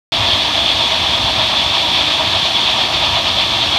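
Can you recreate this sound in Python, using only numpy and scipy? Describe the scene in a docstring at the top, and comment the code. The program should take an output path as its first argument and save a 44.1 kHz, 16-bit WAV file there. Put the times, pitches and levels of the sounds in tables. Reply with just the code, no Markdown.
"""Grain is carried up a steel tube by an auger and poured into a trailer, at night on a farm.
Filtered streams of random hits make the tube scrape, the falling grain and the fine rustle;
scrape and fall surge once per auger turn. Wavering sines make the hums of the auger's drive.
A tractor at steady revs drones behind: sines at multiples of its crank speed over filtered noise.
Low noise of uneven level is the breeze on the one microphone. All cuts in after a moment of silence."""
import sys
import numpy as np
from scipy import signal
from scipy.fft import rfft, irfft, next_fast_len
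from scipy.io import wavfile
from scipy.ndimage import uniform_filter1d, map_coordinates

SR = 44100
rng = np.random.default_rng(int(sys.argv[2]) if len(sys.argv) > 2 else 0)


def linear_from_db(decibels):
    """Turn decibels (scalar or array-like) into linear amplitude factors; 0 gives 1."""
    return 10 ** (np.asarray(decibels, float) / 20)


def put_to_file(sound):
    """Save the sound as 16-bit audio at rate SR, in the file named by the first command-line argument."""
    columns = np.atleast_2d(sound).T  # one column per channel
    safe = np.clip(columns, -1, 1)
    whole_steps = np.round(safe * 32767)
    wavfile.write(sys.argv[1], SR, whole_steps.astype(np.int16))


N = 166698  # length in samples

# uneven level of the low buffeting noise over time: (t/s, level/dB)
BUFFETING_LEVEL = [(0.13, -32), (0.22, -27), (0.27, -33), (0.35, -26.5), (0.4, -39), (0.48, -22),
                   (0.51, -37), (0.61, -31), (0.64, -29), (0.85, -36.5), (1.03, -31.5), (1.16, -35),
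                   (1.25, -23), (1.28, -35), (1.38, -27.5), (1.56, -41), (1.67, -28), (1.7, -36),
                   (2.33, -35), (2.36, -29), (2.4, -45), (3.03, -30.5), (3.76, -33), (3.78, -44)]
# tone colour of the low buffeting noise on the microphone: (f/Hz, relative level/dB)
BUFFETING_COLOUR = [(20, -38), (40, -6), (70, 4.5), (110, 3), (150, -22.5), (300, -58)]
# tones of the engine: (multiple of crank speed, rms level before flicker/dB)
ENGINE_ORDERS = [(2, -56), (3, -51.5), (4, -55), (5, -51.5), (8, -47.5), (9, -64), (10, -44)]
# tone colour of the exhaust and cooling fan roar: (f/Hz, relative level/dB)
ROAR_COLOUR = [(20, -33), (45, -10.5), (140, 0), (280, -1), (335, 1), (420, -5.5), (520, -7), (900, -32),
               (2000, -90)]
# hums of the auger drive: (f/Hz, size of pitch wander/Hz, rms level before flicker/dB)
DRIVE_HUMS = [(674, 4.98, -37), (948, 6.95, -39)]
# resonances of the auger tube: (f/Hz, width/Hz, relative level/dB)
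TUBE_PEAKS = [(574, 20, -4.5), (634, 28, 0.5), (670, 39, -4), (768, 82, -3), (879, 42, -7), (952, 83, -2),
              (1123, 130, -5), (1247, 41, -7), (1347, 52, -13.5), (1747, 215, -9)]
# resonances of trailer and grain heap under the stream: (f/Hz, width/Hz, relative level/dB)
HEAP_PEAKS = [(2500, 700, -9.5), (3434, 340, 2), (4100, 440, -11), (4440, 420, -9.5)]
# tone colour of the rustle of kernels and chaff: (f/Hz, relative level/dB)
RUSTLE_COLOUR = [(2900, -19.5), (4900, -6), (5400, -2.5), (7600, -16), (8700, -16), (9900, -21),
                 (10450, -27), (11000, -23), (12200, -24), (15650, -32.5), (16500, -60)]
# strength of the grain flow over time: (t/s, level/dB)
GRAIN_FLOW = [(0.13, 0), (3.78, -0.5)]

START_S = 0.1204  # silent before this time
CRANK_HZ, CRANK_WAVER_HZ = 29.98, 0.116  # crankshaft turns a second; size of their slow drift
AUGER_HZ, AUGER_LEAD_RAD = 8.5, 0.3  # auger turns a second; how far into its turn at time zero
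ROAR_DB, TUBE_DB, HEAP_DB, RUSTLE_DB = -32, -23, -15.5, -32
TUBE_SURGE_DB, HEAP_SURGE_DB = 1.02, 0.4  # rise and fall over each auger turn


def unit(x):
    """Scales a sound to rms 1."""
    return x / np.sqrt(np.mean(x ** 2) + 1e-20)


def curve(rows):
    """Joins (time, value) rows by straight lines, one value per sample."""
    seconds, values = np.transpose(rows)
    return np.interp(np.arange(N) / SR, seconds, values)


def wobble(rate_hz):
    """A smooth curve through random points, rate_hz points a second."""
    points = rng.standard_normal(int(N * rate_hz / SR) + 4)
    return map_coordinates(points, [np.arange(N) * rate_hz / SR])


def filtered(x, response):
    """Shapes the spectrum by a gain that depends on frequency, then scales to rms 1."""
    size = next_fast_len(N + 8192)
    spectrum = rfft(x, size) * response(np.fft.rfftfreq(size, 1 / SR))
    return unit(irfft(spectrum, size)[:N])


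def colour(points):
    """Makes a gain that joins (f/Hz, level/dB) points on a log frequency axis."""
    freqs, db = np.transpose(points)
    return lambda f: linear_from_db(np.interp(np.log(f + 1), np.log(freqs + 1), db))


def body(peaks, low_hz, high_hz):
    """Makes the gain of a ringing body: resonances add in power, with steep falls below and above."""
    def response(f):
        power = sum(linear_from_db(2 * db) / (1 + (2 * (f - centre) / width) ** 2) for centre, width, db in peaks)
        low_side = 1 + (low_hz / (f + 1)) ** 10
        high_side = 1 + (f / high_hz) ** 10
        return np.sqrt(power / low_side / high_side)
    return response


def kernels(spread_db, patchy_db):
    """A dense stream of uneven hits that bunch in patches of time and pitch."""
    hits = rng.standard_normal(N) * linear_from_db(spread_db * rng.standard_normal(N))
    spectra = signal.stft(hits, nperseg=512)[2]
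    patches = rng.standard_normal(spectra.shape)
    patches = uniform_filter1d(patches, 5, 0)  # smooth over pitch
    patches = uniform_filter1d(patches, 8, 1)  # smooth over time
    return signal.istft(spectra * linear_from_db(patchy_db * unit(patches)), nperseg=512)[1][:N]


def breeze():
    """Moving air buffets the microphone: low noise with an uneven, lumpy level."""
    rumble = filtered(rng.standard_normal(N), colour(BUFFETING_COLOUR))
    lumps = rumble * linear_from_db(1.6 * wobble(14))
    return linear_from_db(curve(BUFFETING_LEVEL)) * unit(lumps)


def engine():
    """The crank's slightly unsteady turning sets a row of tones, over a broad roar."""
    angle = 2 * np.pi * np.cumsum(CRANK_HZ + CRANK_WAVER_HZ * wobble(3.18)) / SR
    drone = np.zeros(N)
    for multiple, db in ENGINE_ORDERS:
        level = np.sqrt(2) * linear_from_db(db + 3.3 * wobble(5.81))  # root 2 turns rms into peak
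        drone += level * np.sin(multiple * angle + rng.uniform(0, 2 * np.pi))
    roar = filtered(rng.standard_normal(N), colour(ROAR_COLOUR))
    return drone + linear_from_db(ROAR_DB) * roar


def drive():
    """The auger's gearbox hums: tones that wander in pitch and flicker in level."""
    hums = np.zeros(N)
    for hz, wander_hz, db in DRIVE_HUMS:
        level = np.sqrt(2) * linear_from_db(db + 3.8 * wobble(14))
        angle = 2 * np.pi * np.cumsum(hz + wander_hz * wobble(12)) / SR
        hums += level * np.sin(angle)
    return hums


def tube_scrape(surge):
    """Kernels scrape up the steel tube and make it ring, harder once per auger turn."""
    scrape = filtered(kernels(spread_db=2, patchy_db=1.0), body(TUBE_PEAKS, low_hz=534, high_hz=2060))
    return scrape * linear_from_db(TUBE_DB + TUBE_SURGE_DB * surge + 0.65 * wobble(5.9))


def falling_stream(surge):
    """Kernels rain on trailer and heap, which ring higher and surge less than the tube."""
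    rain = filtered(kernels(spread_db=2, patchy_db=0.73), body(HEAP_PEAKS, low_hz=1980, high_hz=4870))
    return rain * linear_from_db(HEAP_DB + HEAP_SURGE_DB * surge + 0.82 * wobble(22.03))


def rustle():
    """Kernels and chaff rub together: a fine, bright stream of hits without a surge."""
    return linear_from_db(RUSTLE_DB) * filtered(kernels(spread_db=1.0, patchy_db=0.8), colour(RUSTLE_COLOUR))


def grain():
    """The grain's three sounds share one flow; the auger's turn drives the surge of two."""
    surge = np.cos(2 * np.pi * AUGER_HZ * np.arange(N) / SR + AUGER_LEAD_RAD)
    return linear_from_db(curve(GRAIN_FLOW)) * (tube_scrape(surge) + falling_stream(surge) + rustle())


def scene():
    """One microphone hears every source and feeds both channels."""
    mono = breeze() + engine() + drive() + grain()
    return np.tile(mono, (2, 1))


def band_limit(x):
    """A steep low-pass at the top of the band."""
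    return signal.sosfilt(signal.butter(12, 15750, fs=SR, output="sos"), x)


def record(dry):
    """Keeps silence until the sound cuts in."""
    started = np.arange(N) >= START_S * SR
    mix = dry * started
    return band_limit(mix)


dry = scene()
out = record(dry)
put_to_file(out)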